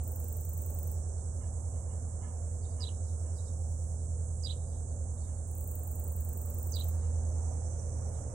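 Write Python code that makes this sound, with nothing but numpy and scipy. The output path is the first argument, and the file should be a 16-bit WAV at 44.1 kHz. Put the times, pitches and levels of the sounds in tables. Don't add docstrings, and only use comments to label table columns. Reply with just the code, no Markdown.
import sys
import numpy as np
from scipy import signal
from scipy.fft import rfft, irfft, next_fast_len
from scipy.io import wavfile
from scipy.ndimage import uniform_filter1d

SR = 44100
rng = np.random.default_rng(int(sys.argv[2]) if len(sys.argv) > 2 else 0)


def invert_db(level):
    return 10 ** (np.asarray(level, dtype=float) / 20)


def materialize(psi):
    bounded = np.clip(np.atleast_2d(psi).T, -1, 1)
    quanta = np.round(bounded * 32767).astype(np.int16)
    wavfile.write(sys.argv[1], SR, quanta)


N = 367794
TIME = np.arange(N) / SR
SIZE = next_fast_len(N)
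FREQ = np.maximum(np.arange(SIZE // 2 + 1) * SR / SIZE, 1)


def curve(table):
    s, value = np.transpose(table)
    return np.interp(TIME, s, value)


def over_hz(table, hz):
    f, v = np.transpose(table)
    return np.interp(np.log(hz), np.log(f), v)


def level(x, db):
    return x * invert_db(db) / np.sqrt(np.mean(x ** 2))


def walk(rate_hz):
    knots = rng.standard_normal(int(N / SR * 2 * rate_hz) + 3)
    knots = uniform_filter1d(knots, size=2) * 1.6
    return np.interp(TIME * 2 * rate_hz, np.arange(len(knots)), knots)


def bands(spectrum, low_hz, high_hz, octaves):
    centres = low_hz * 2 ** np.arange(0, np.log2(high_hz / low_hz) + octaves, octaves)
    place = np.clip(np.log2(FREQ / low_hz) / octaves, 0, len(centres) - 1)
    for k, hz in enumerate(centres):
        weight = np.cos(np.pi / 2 * np.clip(place - k, -1, 1)) ** 2
        yield hz, irfft(spectrum * weight, SIZE)[..., :N]


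def noise(colour, channels):
    return rfft(rng.standard_normal((channels, SIZE))) * invert_db(over_hz(colour, FREQ))


def scatter(x, t60_s, gap_s):
    t = np.arange(int(SR * .6)) / SR
    envelope = invert_db(-60 * t / t60_s) * (1 - np.exp(-t / gap_s))
    tail = rng.standard_normal((2, len(t))) * envelope
    tail = tail / np.sqrt(np.sum(tail ** 2, axis=1, keepdims=True))
    both = np.atleast_2d(x) * np.ones((2, 1))
    return signal.fftconvolve(both, tail, axes=1)[:, :N]


def pan(x, db):
    return x * invert_db(np.array([[db / 2], [-db / 2]]))


# time in seconds, level in dB.
DRONE = [(0, -38), (.8, -37), (1.5, -38.5), (2.4, -37.5), (3.3, -36), (4.15, -35), (4.55, -37), (4.9, -38),
         (5.4, -38.5), (6.5, -37), (6.9, -33), (7.2, -32.5), (7.5, -34.5), (7.8, -35), (8.1, -37.5),
         (8.33, -42)]
# shaft order, level in dB, change in dB once behind the arch.
SIDE_ORDERS = [
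    (7, -46.5, 0),
    (9, -47, -12),
    (11, -55, 11),
]
# order, level in dB.
WEAK_ORDERS = [(4, -62.5), (5, -55), (6, -57), (10, -63.5), (12, -58.5), (13, -66.5), (14, -78.5),
               (15, -63), (16, -62), (17, -67), (18, -73), (19, -81.5), (23, -70.5), (24, -69)]
SHAFT_HZ, SLOWING_HZ_PER_S, START_RAD = 10.1866, .0012, -.12
ARCH_S, ARCH_RISE_S = 7.63, .25


def engine():
    turn = 2 * np.pi * (SHAFT_HZ * TIME - SLOWING_HZ_PER_S * TIME ** 2 / 2) + START_RAD
    arch = 1 / (1 + np.exp((ARCH_S - TIME) / ARCH_RISE_S))
    orders = [(8, curve(DRONE))]
    for order, db, change_db in SIDE_ORDERS:
        orders.append((order, db + change_db * arch + 2 * walk(2)))
    for order, db in WEAK_ORDERS:
        orders.append((order, db + .51 * (TIME - 4) + 3 * walk(1.2)))
    out = np.zeros(N)
    for order, db in orders:
        away = abs(order - 8)
        gust_db = (.8 if away == 0 else 1.4) * walk(7)
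        lag_rad = away ** 1.45 + (away > 3) * rng.uniform(0, 2 * np.pi)
        out += invert_db(db + gust_db) * np.cos(order * turn + lag_rad)
    return pan(np.sqrt(2) * out, -3.5)


# time in seconds, nearness in dB.
RUMBLE_NEAR = [(0, -0.5), (1.5, -0.5), (2.8, 0), (3.6, -2), (5, -1), (6.3, 0.5), (7.2, 1.5), (8.34, 2)]
# frequency in Hz, density in dB per Hz.
RUMBLE_COLOUR = [(22, -7), (38, 5.5), (55, 14), (100, 0.5), (200, 1), (350, -4.5), (500, 1.5), (750, -5),
                 (1000, -13.5), (1500, -22.5), (2200, -35.5), (2800, -35.5), (3500, -41), (16000, -39.5)]
# frequency in Hz, left-right likeness 0-1.
RUMBLE_ALIKE = [(60, 1), (130, 0.5), (290, 0.79), (640, 0.31), (1400, 0.12)]
# frequency in Hz, left minus right in dB.
RUMBLE_PAN = [(100, -1.5), (700, -3), (1300, -6.5), (2400, -8.5), (5000, -4)]
BRIGHT_PER_DB, AIR_HZ = .8, 2700


def rumble():
    near_db = curve(RUMBLE_NEAR)
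    mid, side = noise(RUMBLE_COLOUR, channels=2)
    alike = np.clip(over_hz(RUMBLE_ALIKE, FREQ), 0, 1)
    sign = np.array([[1], [-1]])
    pair = np.sqrt(1 + alike) * mid + sign * np.sqrt(1 - alike) * side
    pair = pair * invert_db(sign * over_hz(RUMBLE_PAN, FREQ) / 2)
    out = 0
    for hz, x in bands(pair, 40.8, 4000, .527):
        bright = 1 + BRIGHT_PER_DB * np.clip(np.log2(hz / 600), 0, 1)
        out = out + x * invert_db((hz < AIR_HZ) * bright * near_db + 1.12 * walk(5))
    return level(out, -49)


# time in seconds, peak in dB.
KNOCKS = [(.5, -82), (1.421, -65), (1.761, -71.5), (1.908, -69), (2.01, -86), (2.244, -61.5), (2.65, -78),
          (2.8, -63), (3.269, -72), (5.27, -72), (6.95, -76), (7.03, -70)]
# frequency in Hz, level in dB, t60 in seconds.
GIRDER = [(1000, 0, .05), (1250, -4, .04), (1700, -9, .05), (2120, -11, .03), (2850, -10, .03)]


def knocks():
    blows = np.zeros(N)
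    for s, db in KNOCKS:
        blows += invert_db(db - 370 * np.abs(TIME - s))
    blows *= rng.standard_normal(N)
    t = np.arange(int(SR * .4)) / SR
    ring = sum(invert_db(db - 60 * t / t60_s) * np.sin(2 * np.pi * hz * t) for hz, db, t60_s in GIRDER)
    direct = signal.fftconvolve(blows, ring)[:N] * invert_db(-21.5)
    return pan(direct + scatter(direct, .29, .0062), -15)


# first stroke in seconds, end in seconds, stroke period in seconds,
# time gained by the hurried start in seconds, peak in dB.
BOUTS = [
    (.0362, .93, .04114, 0, -35.3),
    (5.477, 5.56, .037, 0, -37),
    (5.5812, 6.9, .04078, .0365, -36),
]
TIRING_S, HURRY_STROKES = 3.5e-5, 2.2
WAKES_S, WAKE_DB, WAKE_S = 5.47, -17, .07


def strokes():
    k = np.arange(40)
    start, peak_db = [], []
    for first_s, end_s, period_s, hurry_s, db in BOUTS:
        s = first_s + period_s * k + TIRING_S * k ** 2
        s = s - hurry_s * (1 - np.exp(-k / HURRY_STROKES))
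        db = db + 1.2 * rng.standard_normal(len(k)) + WAKE_DB * np.exp(-np.abs(s - WAKES_S) / WAKE_S)
        start = np.append(start, s[s < end_s])
        peak_db = np.append(peak_db, db[s < end_s])
    return start, peak_db


# first tooth in seconds, last tooth in seconds, first dB, last dB.
SCRAPES = [
    (-.012, -.001, -24, -10.5),
    (-.0003, .004, -6, -7.5),
    (.008, .019, -17, -21.5),
]
# frequency in Hz, level in dB.
WING_LEFT = [(9500, -22.5), (11500, -11.5), (13000, -3), (14700, 3.5), (15800, 5.5)]
WING_RIGHT = [(9500, -40), (12000, -38.5), (13200, 2.5), (14200, -1), (15800, -0.5)]


def cricket():
    start, peak_db = strokes()
    teeth = [np.linspace((a, a_db), (b, b_db), 8) for a, b, a_db, b_db in SCRAPES]
    after, tooth_db = np.concatenate(teeth).T
    chance = rng.standard_normal((len(start), len(after), 4))
    when = start[:, None] + after + .0003 * chance[..., 0]
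    click_db = peak_db[:, None] + tooth_db + 1.2 * chance[..., 1]
    clicks = np.zeros((2, N))
    for side in range(2):
        size = invert_db(click_db + 1.5 * chance[..., 2 + side])
        clicks[side] = np.bincount((when * SR).astype(int).ravel(), size.ravel(), N)
    wet = clicks + invert_db(-9) * scatter(clicks, .09, .004) + invert_db(-11) * scatter(clicks, .24, .03)
    wing_db = np.array([over_hz(WING_LEFT, FREQ), over_hz(WING_RIGHT, FREQ)]) - 41 * (FREQ < 8000)
    delay_s = np.array([[0], [15e-6]])
    wing = invert_db(wing_db) * np.exp(-2j * np.pi * FREQ * delay_s)
    return invert_db(20) * irfft(rfft(wet, SIZE) * wing, SIZE)[:, :N]


NOTE_SWELL_DB, NOTE_CUT_DB, NOTE_CUT_S = 9, 13, .004


def call(notes, start_s, length=1, pitch=1, accent_db=0):
    a, b, first_hz, last_hz, db = np.transpose(notes)
    db = db + accent_db
    s = np.transpose([a, b - NOTE_CUT_S, b - 1e-4]).ravel()
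    hz = np.transpose([first_hz, last_hz, last_hz]).ravel()
    db = np.transpose([db - NOTE_SWELL_DB, db, db - NOTE_CUT_DB]).ravel()
    return np.transpose([start_s + length * s, pitch * hz, db])


def chirp(outline):
    s, hz, db = np.transpose(outline)
    span = slice(int(s[0] * SR), int(s[-1] * SR))
    hz, db = np.interp(TIME[span], s, hz), np.interp(TIME[span], s, db)
    weight = invert_db(2 * db)
    hz = uniform_filter1d(hz * weight, size=150) / uniform_filter1d(weight, size=150)
    phase = 2 * np.pi * np.cumsum(hz * (1 + .025 * walk(300)[span])) / SR
    husky = 1 + .8 * walk(700)[span]
    tone = np.sin(phase) + invert_db(-28) * np.sin(2 * phase) + invert_db(-29) * np.sin(3 * phase)
    out = np.zeros(N)
    out[span] = signal.windows.tukey(len(db), .1) * invert_db(db) * husky * tone
    return out


# from seconds, to seconds, first Hz, last Hz, peak in dB.
NOTES = [
    (.004, .018, 6500, 6300, -58),
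    (.018, .042, 5150, 4700, -47),
    (.046, .062, 4000, 3800, -47),
    (.062, .074, 3400, 3200, -58),
    (.074, .104, 3300, 4050, -49),
    (.104, .118, 3500, 3050, -59),
]
# start in seconds, length ratio, level in dB, first note in dB, upturn in dB.
CHIRPS = [
    (2.789, 0.9, 1.5, -2, -4.5),
    (4.416, 0.97, 1.5, 1.5, 1),
    (6.712, 1., 0, 11.5, 0),
]
# start in seconds, level in dB, pitch ratio, left minus right in dB.
FAR_CHIRPS = [(1.15, -33, 0.94, -20), (2.599, -23.5, 0.98, -24), (2.68, -28, 1., -15),
              (3.335, -19, 1.02, -15), (3.425, -23, 1., -18), (3.949, -29.5, 1., -17),
              (4.66, -38.5, 0.53, -17), (4.87, -33.5, 0.97, -24), (5.128, -32.5, 0.96, -22),
              (5.189, -24, 0.94, -16), (5.33, -35, 0.91, -24), (7.679, -38, 0.89, -14),
              (8.12, -33, 0.81, -22)]


def sparrows():
    near = np.zeros(N)
    for start_s, length, db, first_db, upturn_db in CHIRPS:
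        accent_db = db + np.array([first_db, 0, 0, 0, upturn_db, 0])
        near += chirp(call(NOTES, start_s, length, accent_db=accent_db))
    bushes = invert_db(-4) * scatter(near, .11, .002) + invert_db(-24) * scatter(near, .45, .04)
    echo = invert_db(-28) * np.roll(scatter(near, .3, .03), int(.22 * SR), axis=1)
    far = np.zeros((2, N))
    for start_s, db, pitch, pan_db in FAR_CHIRPS:
        far += pan(chirp(call(NOTES[1:3], start_s - .01, pitch=pitch, accent_db=db)), pan_db)
    return pan(near + bushes + echo, -16.5) + scatter(far, .22, .004)


# frequency in Hz, density in dB per Hz.
RIGHT_COLOUR = [(4800, -31.5), (5400, -17.5), (6000, -7.5), (7000, -2), (7900, 2), (8700, -2.5), (9500, -9),
                (10300, -14.5), (11200, -20.5), (12500, -35)]
LEFT_COLOUR = [(6000, -30), (7000, -17), (7500, -11), (8000, -5), (8700, 0), (9300, -1.5), (10000, -8),
               (10500, -15), (11500, -30)]
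# time in seconds, level in dB.
LOW_SINGERS = [(0, 0), (3.8, 0), (5.3, -1.5), (5.8, -4.5), (6.5, -1), (7, 1.5), (8.1, 2), (8.34, 1.5)]
# frequency in Hz, level in dB.
SINGERS = [(7322, -76.5), (7647, -76), (7873, -75), (8149, -72), (8236, -75), (8608, -76), (9079, -81.5),
           (9522, -78.5)]
SURGE_DUCK = .2


def chorus():
    low_db = curve(LOW_SINGERS)
    right, left, voices = 0, 0, 0
    for hz, x in bands(noise(RIGHT_COLOUR, channels=1)[0], 5330, 11500, .15):
        low = np.clip((7200 - hz) / 1000, 0, 1.6)
        right = right + x * invert_db(low * low_db + .73 * walk(3) + .58 * walk(25))
    for hz, x in bands(noise(LEFT_COLOUR, channels=1)[0], 6500, 11000, .15):
        left = left + x * invert_db(.73 * walk(2.8) + .9 * walk(25))
    for hz, db in SINGERS:
        phase = 2 * np.pi * np.cumsum(hz + 6 * walk(4)) / SR
        voices = voices + invert_db(db + 2.4 * walk(6.8)) * np.sin(phase)
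    hiss = np.array([level(left, -61.5), level(right * invert_db(-SURGE_DUCK * low_db), -49.5)])
    return hiss + voices * invert_db(np.array([[-10], [5]]))


# from seconds, to seconds, first Hz, last Hz, level in dB.
CREEPERS = [
    (.7, 1.999, 5600, 6150, -72),
    (2.698, 4.302, 5520, 5700, -71.5),
    (4.401, 5.7, 6200, 6420, -68),
    (6.9, 8.4, 6500, 6220, -63),
    (7.1, 8.4, 5920, 5840, -66.5),
]
CREEPER_WIDTH_HZ = 260


def creepers():
    out = np.zeros(N)
    for a, b, first_hz, last_hz, db in CREEPERS:
        part = np.clip((TIME - a) / (b - a), 0, 1)
        phase = 2 * np.pi * np.cumsum(first_hz + (last_hz - first_hz) * part) / SR
        swell = np.sqrt(np.sin(np.pi * part) + 1e-12)
        out += invert_db(db) * swell * (.2 + walk(CREEPER_WIDTH_HZ)) * np.sin(phase)
    return out * invert_db(np.array([[-20], [6]]))


# from seconds, to seconds, level in dB.
FAR_CRICKET = [
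    (3.0, 3.2, -81),
    (3.36, 3.95, -76),
    (4.17, 4.25, -75),
    (6.1, 6.7, -64),
]
FAR_STROKE_HZ, FAR_FADE_DB_PER_S = 24, 246


def far_cricket():
    hiss = irfft(noise(WING_RIGHT, channels=2) * (FREQ > 11000), SIZE)[:, :N]
    pulses = np.cos(np.pi * FAR_STROKE_HZ * TIME) ** 4
    bouts = np.zeros(N)
    for a, b, db in FAR_CRICKET:
        outside_s = np.maximum(0, np.maximum(a - TIME, TIME - b))
        bouts += invert_db(db - FAR_FADE_DB_PER_S * outside_s)
    return pan(level(hiss * (.3 + pulses), 0) * bouts * invert_db(2 * walk(8)), -10)


def scene():
    train = engine() + rumble() + knocks()
    return train + cricket() + sparrows() + chorus() + creepers() + far_cricket()


# frequency in Hz, density in dB per Hz.
HEARING = [(1200, -125), (1900, -109), (3000, -108), (5000, -109), (7000, -110), (10500, -107),
           (11500, -104), (12500, -108), (16000, -110)]
# from seconds, to seconds.
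KEPT_OPEN = [(.05, .09), (.23, .47), (.57, .73), (.77, .81), (.87, .93), (5.54, 5.66), (5.72, 5.76),
             (5.81, 5.88), (5.98, 6.02), (6.07, 6.11), (6.17, 6.22), (6.46, 6.54), (6.69, 6.72),
             (6.86, 6.9)]
BUSY_DB, BUSY_LOW_HZ, BUSY_HIGH_HZ = 10, 5150, 6100
TOP_HZ = 15830


def gate(x):
    stft = dict(window="cosine", nperseg=2048, noverlap=1024, scaling="psd")
    hz, s, spec = signal.stft(x, SR, **stft)
    edges = np.unique(np.cumsum(np.clip(np.arange(60) - 8, 4, 32)))
    band = np.searchsorted(edges, np.arange(len(hz)))
    first_bins = np.append(0, edges[edges < len(hz) - 1] + 1)
    power = np.add.reduceat(np.abs(spec) ** 2, first_bins, axis=1) / np.bincount(band)[:, None]
    held = uniform_filter1d(power, size=2, axis=2)[:, band]
    opened = sum((s > a) & (s < b) for a, b in KEPT_OPEN) * (hz < BUSY_LOW_HZ)[:, None]
    singing = sum((s > a - .02) & (s < b) for a, b, *_ in BOUTS)
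    busy = singing * ((hz > BUSY_LOW_HZ) & (hz < BUSY_HIGH_HZ))[:, None]
    margin_db = 10 * np.log10(2 * held + 1e-20) - over_hz(HEARING, hz + 1)[:, None]
    margin_db += 20 * opened - BUSY_DB * busy * rng.uniform(size=power.shape)[:, band]
    margin_db += 2.5 * uniform_filter1d(rng.standard_normal(power.shape), size=2, axis=2)[:, band]
    keep = np.clip(margin_db + .5, 0, 1) * (hz < TOP_HZ)[:, None]
    return signal.istft(spec * keep, SR, **stft)[1][:, :N]


def roll_off(x):
    return signal.sosfilt(signal.butter(12, 16180, fs=SR, output="sos"), x)


def record(dry):
    mix = gate(dry)
    return roll_off(mix)


dry = scene()
out = record(dry)
materialize(out)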